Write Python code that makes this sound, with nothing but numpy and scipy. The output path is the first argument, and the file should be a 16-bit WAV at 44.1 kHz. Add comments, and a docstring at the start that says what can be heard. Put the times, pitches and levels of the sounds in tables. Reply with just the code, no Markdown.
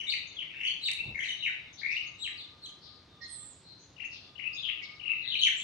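"""A crested myna chatters on a branch: its syrinx makes swelling pips, falling slurs and buzzy trills.
Each note is a near-sine with bright, hoarse overtones, and the foliage scatters it.
Softer chips, rasps and chirps come from the trees around, with one high falling buzz, two sharp
ticks and a soft low bump. A faint pulsing tone and a distant rumble lie underneath."""
import sys
import numpy as np
from scipy import signal
from scipy.fft import rfft, irfft, next_fast_len
from scipy.io import wavfile
from scipy.ndimage import map_coordinates

SR = 44100
rng = np.random.default_rng(int(sys.argv[2]) if len(sys.argv) > 2 else 0)


def put_to_file(sound):
    """Save the sound as 16-bit audio at rate SR, in the file named by the first command-line argument."""
    columns = np.atleast_2d(sound).T  # one column per channel
    safe = np.clip(columns, -1, 1)
    whole_steps = np.round(safe * 32767)
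    wavfile.write(sys.argv[1], SR, whole_steps.astype(np.int16))


N = 248283


# Myna pips: start_s, length_s, held_hz, flick_hz, level_db
PIP_NOTES = [ (0.065, 0.051, 3730, 4536, -23), (0.81, 0.046, 3966, 4520, -30.5),
             (0.849, 0.031, 3864, 3733, -23.5), (0.988, 0.031, 2480, 2724, -28),
             (1.227, 0.025, 1937, 2797, -31.5), (1.285, 0.031, 3104, 2946, -29),
             (1.963, .023, 2636, 2980, -24.5), (2.18, 0.063, 3804, 3976, -31.5),
             (2.616, 0.039, 4200, 4074, -41), (4.044, .022, 2516, 2715, -31),
             (4.441, 0.043, 2440, 2760, -25), (5.081, 0.045, 2585, 2806, -24),
             (5.322, 0.054, 3850, 4030, -34), (5.389, 0.026, 4310, 3717, -26), ]

def pips(swell_db_per_s=563, hold_s=0.02, flick_lead_s=0.0088, flick_width_s=0.0079):
    """Clear whistles that swell on a held pitch and end in a quick flick."""
    track = np.zeros((2, N))
    for start, length, held_hz, flick_hz, db in PIP_NOTES:
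        t = span(start, start + length)
        remaining_s = t[-1] - t
        flick = np.exp(-((remaining_s - flick_lead_s) / flick_width_s) ** 2)
        hz = (held_hz + (flick_hz - held_hz) * flick) * (1 + 0.03 * wobble(t, 590))
        level_db = db - swell_db_per_s * np.maximum(remaining_s - hold_s, 0) + 2.5 * wobble(t, 240)
        add(track, start, syrinx(t, hz, level_db, hoarse_rad=0.12), beak_pan_db(start))
    return track


# Myna slurs (bend > 1 plunges late): start_s, length_s, first_hz, last_hz, bend, level_db
SLUR_NOTES = [ (.11, 0.039, 4150, 2044, 0.43, -27.5), (0.356, 0.086, 3522, 1883, 1.4, -33),
              (0.668, 0.021, 4700, 3300, 2.3, -30.5), (0.868, 0.03, 3716, 1897, 0.74, -23),
              (1.252, 0.032, 2205, 1877, 1.6, -31), (1.278, 0.018, 4020, 3130, 1.7, -25),
              (1.414, .094, 3036, 1219, 1.9, -27.5), (1.808, 0.026, 2240, 1520, 0.84, -38),
              (2.229, 0.068, 3620, 1790, 1.0, -28.5), (2.372, 0.057, 5020, 3170, 0.69, -41),
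              (2.648, 0.023, 3990, 2510, 1.47, -38), (5.307, 0.072, 3176, 2422, 1.3, -23.5),
              (5.408, 0.086, 3134, 1611, 2.8, -21), ]

def slurs(flutter_hz=140, break_hz=3300, break_width_hz=900, fade_db=15.5, onset_s=0.0078):
    """Fading downward slides that break into a rough flutter as they sink."""
    track = np.zeros((2, N))
    for start, length, first_hz, last_hz, bend, db in SLUR_NOTES:
        t = span(start, start + length)
        progress = np.linspace(0, 1, len(t))
        glide_hz = first_hz + (last_hz - first_hz) * progress ** bend
        slack = np.clip((break_hz - glide_hz) / break_width_hz, 0, 1)
        flutter = slack * np.sin(2 * np.pi * flutter_hz * t + wobble(t, 120))
        hz = glide_hz * (1 + 0.022 * wobble(t, 590) + 0.14 * flutter)
        level_db = db - fade_db * progress ** 3.6 - 22.5 * np.exp((start - t) / onset_s)
        level_db += 5.5 * wobble(t, 311) + 1.5 * (flutter - slack / 2)
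        add(track, start, syrinx(t, hz, level_db, hoarse_rad=0.97), beak_pan_db(start))
    return track


# Myna trills: start_s, length_s, first_hz, last_hz, rate_hz, dip_hz, level_db, swell_db
TRILL_NOTES = [ (-.02, 0.047, 2994, 3053, 108.2, 1153, -32, -23.5),
               (0.49, 0.14, 2444, 2986, 134.6, 940, -39.5, 8),
               (0.624, 0.084, 2806, 3317, 122.6, 950, -26.5, 1),
               (1.143, 0.089, 2189, 2145, 80, 398, -34, -7.5),
               (1.194, 0.046, 3156, 3335, 106.3, 376, -36.5, 1),
               (1.829, 0.13, 2125, 2720, 69.25, 563, -29, -9),
               (3.963, 0.1, 2861, 2781, 51.14, 721, -36.5, 6),
               (4.352, 0.096, 2957, 2843, 49.27, 684, -35, 12),
               (4.625, 0.1, 3482, 2692, 119, 711, -26.5, -6.5),
               (4.992, 0.15, 2960, 2745, 50.9, 615, -32, 10),
               (5.215, 0.095, 4060, 3910, 120.2, 602, -32.5, 17),
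               (5.577, 0.095, 3030, 4210, 99, 1175, -38, 7), ]

def trills(throb_db=6.0, throb_lead_rad=1.0, dip_growth_s=0.01173, onset_s=0.012):
    """The syrinx flutters: each cycle scoops from a weak dip to a louder, evenly gliding top."""
    track = np.zeros((2, N))
    for start, length, first_hz, last_hz, rate_hz, dip_hz, db, swell_db in TRILL_NOTES:
        t = span(start, start + length)
        cycle = phase_of(rate_hz * (1 + 0.074 * wobble(t, 60.6)))
        dip = ((1 + np.cos(cycle)) / 2) ** 2 * (1 + 0.37 * np.tanh(wobble(t, 89.64)))
        depth_hz = dip_hz * (1 - np.exp((start - t) / dip_growth_s))
        top_hz = np.linspace(first_hz, last_hz, len(t)) * (1 + 0.0306 * wobble(t, 805.2))
        hz = top_hz - depth_hz * dip
        level_db = db + swell_db * np.linspace(-.5, .5, len(t)) - 7 * np.exp((start - t) / onset_s)
        level_db += 4 * wobble(t, 133.9) - throb_db * (np.cos(cycle + throb_lead_rad) + 0.5)
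        add(track, start, syrinx(t, hz, level_db, hoarse_rad=0.94), beak_pan_db(start))
    return track


# Syrinx drive: time_s, overtone_db
SYRINX_DRIVE = [(.12, -18), (.4, -35.5), (.68, -22), (.86, -14), (1.05, -42), (1.24, -12.5), (1.32, -18),
                (1.47, -29), (1.9, -30), (2.22, -2.5), (2.25, -27.5), (2.64, -13), (4.0, -23), (5.1, -46),
                (5.33, -32.5), (5.45, -16)]

def syrinx(t, hz, level_db, hoarse_rad, attack_s=0.006, release_s=0.0066, tilt_db=-4,
           low_edge_hz=1680, low_cut_db_per_oct=37):
    """One myna note: a sine plus hoarse overtones; the lowest pitches radiate poorly."""
    phase = phase_of(hz)
    opening = np.clip(np.minimum((t - t[0]) / attack_s, (t[-1] - t) / release_s), 0, 1)
    loss_db = low_cut_db_per_oct * np.maximum(np.log2(low_edge_hz / hz), 0)
    envelope = np.sqrt(2) * amp(level_db - loss_db) * np.sin(np.pi / 2 * opening)
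    grain = hoarse_rad * wobble(t, 900)
    overtones = sum(amp(tilt_db * (k - 1.5)) * np.sin(k * phase + grain) for k in range(2, 6))
    drive = amp(at_time(SYRINX_DRIVE, t)[0])
    return envelope * np.sin(phase) + filtered(envelope * drive * overtones, overtone_gain)


# Overtone bands: centre_hz, width_hz, gain_db
OVERTONE_BANDS = [(6250, 1110, 4), (7710, 240, -4.5), (9330, 730, -6), (11220, 200, -19), (12600, 310, -10)]

def overtone_gain(hz):
    """Bright bands near 6-13 kHz where the notes' overtones sound strongest."""
    return sum(amp(db) / (1 + (2 * (hz - centre) / width) ** 2) for centre, width, db in OVERTONE_BANDS)


# Beak direction: time_s, left_minus_right_db
BEAK_PAN = [(.1, 7.5), (.4, 6), (.86, 4), (1, 8), (1.47, 4), (1.9, 12), (2.66, -0.5), (4, 18), (4.7, 36.5),
            (5.34, 7.5), (5.45, 1)]

def beak_pan_db(time_s):
    """The beak turns, shifting the balance from note to note."""
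    return at_time(BEAK_PAN, time_s)[0]


# Myna directivity: frequency_hz, left_minus_right_db
MYNA_BEAM = [(1400, -6.5), (2100, 3.5), (4500, 1.5), (5400, -3.5), (6300, -8.5), (8000, -16), (12500, -10)]
HALF_EACH_SIDE = np.array([[0.5], [-0.5]])

def myna():
    """The whole song: fundamentals mostly to the left, high overtones beamed rightward."""
    song = pips() + slurs() + trills()
    return filtered(song, lambda hz: amp(HALF_EACH_SIDE * at_freq(MYNA_BEAM, hz)))


# Soft calls: start_s, length_s, first_hz, last_hz, level_db, rasp_hz
CHIP_NOTES = [ (0.059, 0.021, 2413, 2146, -37, 52), (0.272, 0.0042, 6500, 6380, -47, 110),
              (1.233, 0.039, 3766, 4260, -46.5, 170), (1.378, 0.042, 3880, 3680, -42.5, 140),
              (1.726, 0.017, 7030, 5040, -52, 260), (1.769, 0.04, 4410, 3880, -44, 375),
              (1.894, 0.043, 4970, 5870, -51.5, 347), (1.937, 0.032, 3880, 3950, -46.5, 470),
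              (2.063, 0.011, 6580, 6360, -52, 66), (2.791, 0.13, 4740, 3760, -53.5, 480),
              (3.201, 0.036, 1870, 1870, -49, 26), (3.206, 0.024, 2083, 2094, -54, 10),
              (3.204, 0.037, 5190, 5320, -53, 220), (3.2, 0.0714, 4306, 4050, -47.5, 160),
              (3.238, 0.011, 6650, 6420, -58, 120), (3.608, 0.16, 4220, 4150, -58, 184),
              (3.766, 0.1, 6190, 6760, -65, 310), (4.046, 0.0081, 6430, 6470, -54.5, 150),
              (4.091, 0.11, 5230, 3264, -54, 650), (4.526, 0.016, 5030, 4730, -47, 140),
              (4.546, 0.0036, 6380, 6500, -49.5, 140), (4.55, 0.058, 3670, 3856, -43, 225),
              (4.808, 0.027, 2346, 2100, -42, 86), (4.815, 0.045, 5220, 3634, -51, 650),
              (5.206, 0.096, 2140, 1960, -52, 140), (5.556, 0.058, 7400, 7200, -45.5, 40), ]

def chips():
    """Calls from deeper in the leaves, made hoarse by an unsteady pitch."""
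    track = np.zeros((2, N))
    for start, length, first_hz, last_hz, db, rasp_hz in CHIP_NOTES:
        t = span(start, start + length)
        hz = np.linspace(first_hz, last_hz, len(t)) + rasp_hz * wobble(t, 900)
        envelope = np.sqrt(2) * amp(db) * signal.windows.tukey(len(t), .8)
        add(track, start, envelope * np.sin(phase_of(hz)), tree_pan_db(t))
    return track


# Buzz contour: time_s, pitch_hz, level_db
BUZZ_CONTOUR = [(3.269, 8540, -60), (3.309, 8510, -46), (3.402, 7930, -48.5), (3.48, 7870, -52),
                (3.542, 6680, -68.5)]

def buzz(flutter_hz=210, swing_hz=330, rasp_hz=130):
    """A small bird's thin falling note, buzzing with fast pitch flutter."""
    track = np.zeros((2, N))
    t = span(BUZZ_CONTOUR[0][0], BUZZ_CONTOUR[-1][0])
    hz, db = at_time(BUZZ_CONTOUR, t)
    hz += swing_hz * np.sin(2 * np.pi * flutter_hz * t + wobble(t, 110)) + rasp_hz * wobble(t, 900)
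    envelope = np.sqrt(2) * amp(db) * signal.windows.tukey(len(t), .1)
    add(track, t[0], envelope * np.sin(phase_of(hz)), tree_pan_db(t))
    return track


# Direction of the soft calls: time_s, left_minus_right_db
TREE_PAN = [(3.0, 18), (3.2, -8), (3.53, -30), (3.65, 5.5)]

def tree_pan_db(t):
    """The chips and the buzz come from changing sides."""
    return at_time(TREE_PAN, t)[0]


def far_chirps(count=26, centre_hz=3600, spread_oct=0.05, length_s=0.2, fall=0.11, level_db=-66):
    """Far birds give faint falling chirps at random moments."""
    track = np.zeros((2, N))
    starts = rng.uniform(0, N / SR, count)
    for start, (detune, loudness, side) in zip(starts, rng.standard_normal((count, 3))):
        t = span(start, start + length_s)
        contour = 1 - fall * np.linspace(-.5, .5, len(t)) + 0.021 * wobble(t, 600)
        hz = centre_hz * 2 ** (spread_oct * detune) * contour
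        envelope = amp(level_db + 2 * loudness) * np.hanning(len(t))
        add(track, start, envelope * np.sin(phase_of(hz)), pan_db=2 * side)
    return track


# Ticks: start_s, level_db
TICK_HITS = [(0.9156, -19), (0.935, -25)]
# Tick spectrum: frequency_hz, level_db
TICK_SPECTRUM = [(800, -40), (3000, -9), (6000, 2.5), (8000, 17.5), (12000, -5), (14500, -11.5)]

def ticks(t60_s=0.0019):
    """Two bright noise snaps, like a bill closing."""
    track = np.zeros((2, N))
    t = np.arange(SR // 20) / SR
    for start, db in TICK_HITS:
        crack = filtered(rng.standard_normal(len(t)), lambda hz: amp(at_freq(TICK_SPECTRUM, hz)))
        add(track, start, amp(db - 60 * t / t60_s) * unit_rms(crack), pan_db=-8)
    return track


# Grove decay: frequency_hz, t60_s
GROVE_DECAY = [(500, 0.68), (2500, 0.56), (4000, 0.65), (12000, 0.2)]

def foliage(x, near_db, far_db, near_t60_s=0.47, build_s=0.0011, crossfeed=0.25, clump_db=3.5):
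    """Close leaves scatter a quick cloud of echoes; the grove adds a tail, longer except in the highs."""
    def tail(t60_at):
        hz, t, spectrum = signal.stft(rng.standard_normal((2, SR)), SR, nperseg=256)
        boughs_db = clump_db * wobble(t, 89)  # echoes return bough by bough
        envelope = (1 - np.exp(-t / build_s)) * amp(boughs_db - 60 * t / t60_at(hz)[:, None])
        echo = signal.istft(spectrum * envelope, SR, nperseg=256)[1]
        return echo / np.linalg.norm(echo[0])
    near = amp(near_db) * tail(lambda hz: np.full_like(hz, near_t60_s))
    far = amp(far_db) * tail(lambda hz: at_freq(GROVE_DECAY, hz))
    spread = (1 - crossfeed) * x + crossfeed * x[::-1]
    return signal.fftconvolve(spread, near + far, axes=1)[:, :N]


# Bump spectrum: frequency_hz, density_db
BUMP_SPECTRUM = [(15, -47), (25, -8), (112, 4), (282, -11.5), (345, -7.5), (539, -16.5), (1000, -16.5),
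                 (1300, -47), (2200, -120)]

def bump(t, peak_s=1.08, peak_db=-45, rise_db_per_s=264, fall_db_per_s=129):
    """One soft swell of low noise."""
    drop_db = np.maximum(rise_db_per_s * (peak_s - t), fall_db_per_s * (t - peak_s))
    return amp(peak_db - drop_db) * stereo_noise(BUMP_SPECTRUM)


# Tone envelope: time_s, level_db
TONE_ENVELOPE = [(1.8, -81), (2.05, -69), (3.45, -69), (3.7, -99), (4.35, -72), (5.1, -64), (5.4, -77)]

def faint_tone(t, pitch_hz=1215, waver_hz=20, pulse_hz=4.5, pulse_db=4):
    """A wavering, pulsing sine that comes and goes."""
    phase = phase_of(pitch_hz + waver_hz * wobble(t, 70))
    pulse = np.sin(2 * np.pi * pulse_hz * t + wobble(t, 2.1))
    return amp(at_time(TONE_ENVELOPE, t)[0] + pulse_db * pulse) * np.sin(phase)


# Rumble spectrum: frequency_hz, density_db
RUMBLE_SPECTRUM = [(25, -24), (42, -16), (75, -2.5), (140, -2.5), (220, -9), (310, -8), (450, -13),
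                   (800, -15.5), (2700, -22), (4000, -16.5), (5400, -23.5), (8000, -40), (12500, -49.5),
                   (15000, -58)]

def rumble(level_db=-60):
    """Steady distant rumble with a light hiss."""
    return amp(level_db) * stereo_noise(RUMBLE_SPECTRUM)


# Left-right likeness of the noise: frequency_hz, correlation
NOISE_CORRELATION = [(100, 0.97), (300, 0.89), (700, 0.6), (3000, 0.64)]

def stereo_noise(spectrum):
    """Shaped noise of rms 1, nearly mono in the bass."""
    def mid_side_gain(hz):
        angle = np.arccos(np.clip(at_freq(NOISE_CORRELATION, hz), -1, 1)) / 2
        return amp(at_freq(spectrum, hz)) * [np.cos(angle), np.sin(angle)]
    mid, side = filtered(rng.standard_normal((2, N)), mid_side_gain)
    return unit_rms(np.array([mid + side, mid - side]))


def amp(db):
    return 10 ** (np.asarray(db) / 20)


def unit_rms(x):
    return x / np.sqrt(np.mean(x ** 2) + 1e-20)


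def phase_of(hz):
    return 2 * np.pi * np.cumsum(hz) / SR


def at_freq(points, hz):
    """Interpolate on a log frequency axis."""
    knots_hz, values = np.transpose(points)
    return np.interp(np.log(hz + 1), np.log(knots_hz + 1), values)


def at_time(rows, t):
    """Interpolate each value column at times t."""
    times_s, *columns = np.transpose(rows)
    return [np.interp(t, np.sort(times_s), column) for column in columns]


def span(start_s, end_s):
    """Sample times of a note."""
    return start_s + np.arange(max(round((end_s - start_s) * SR), 64)) / SR


def wobble(t, knots_per_s):
    """Smooth random curve."""
    return map_coordinates(rng.standard_normal(2 ** 12), [(t - t[0]) * knots_per_s], mode="wrap")


def filtered(x, response):
    """Apply a frequency response by FFT."""
    size = next_fast_len(x.shape[-1] + 2 ** 13)
    return irfft(rfft(x, size) * response(np.fft.rfftfreq(size, 1 / SR)), size)[..., :x.shape[-1]]


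def add(track, start_s, sound, pan_db):
    """Mix in a mono sound; positive pan_db is left."""
    first = max(round(start_s * SR), 0)
    left, right = sound * amp(np.minimum(pan_db, 0)), sound * amp(-np.maximum(pan_db, 0))
    pair = np.array([left, right])[:, :max(N - first, 0)]
    track[:, first:first + pair.shape[1]] += pair


# Phase between the microphone ports: frequency_hz, left_lead_rad
PORT_PHASE = [(2000, -1), (2900, -1.67), (4500, -2), (6000, 1.7), (9000, 2.5)]

def scene(myna_db=-5, others_db=-5, tick_send_db=-4):
    """The myna is close and to the left; the other birds are mostly scattered sound."""
    t = np.arange(N) / SR
    song = myna()
    others = chips() + buzz() + far_chirps()
    snaps = ticks()
    direct = amp(myna_db) * song + amp(others_db) * others + snaps
    direct = filtered(direct, lambda hz: np.exp(1j * HALF_EACH_SIDE * at_freq(PORT_PHASE, hz)))
    echoes = foliage(song + amp(tick_send_db) * snaps, near_db=-5.5, far_db=-8)
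    echoes += foliage(others, near_db=-1.5, far_db=5)
    return direct + echoes + rumble() + bump(t) + faint_tone(t)


def record(dry, cutoff_hz=13800):
    """Brick-wall low-pass."""
    return filtered(dry, lambda hz: hz < cutoff_hz)


dry = scene()
out = record(dry)
put_to_file(out)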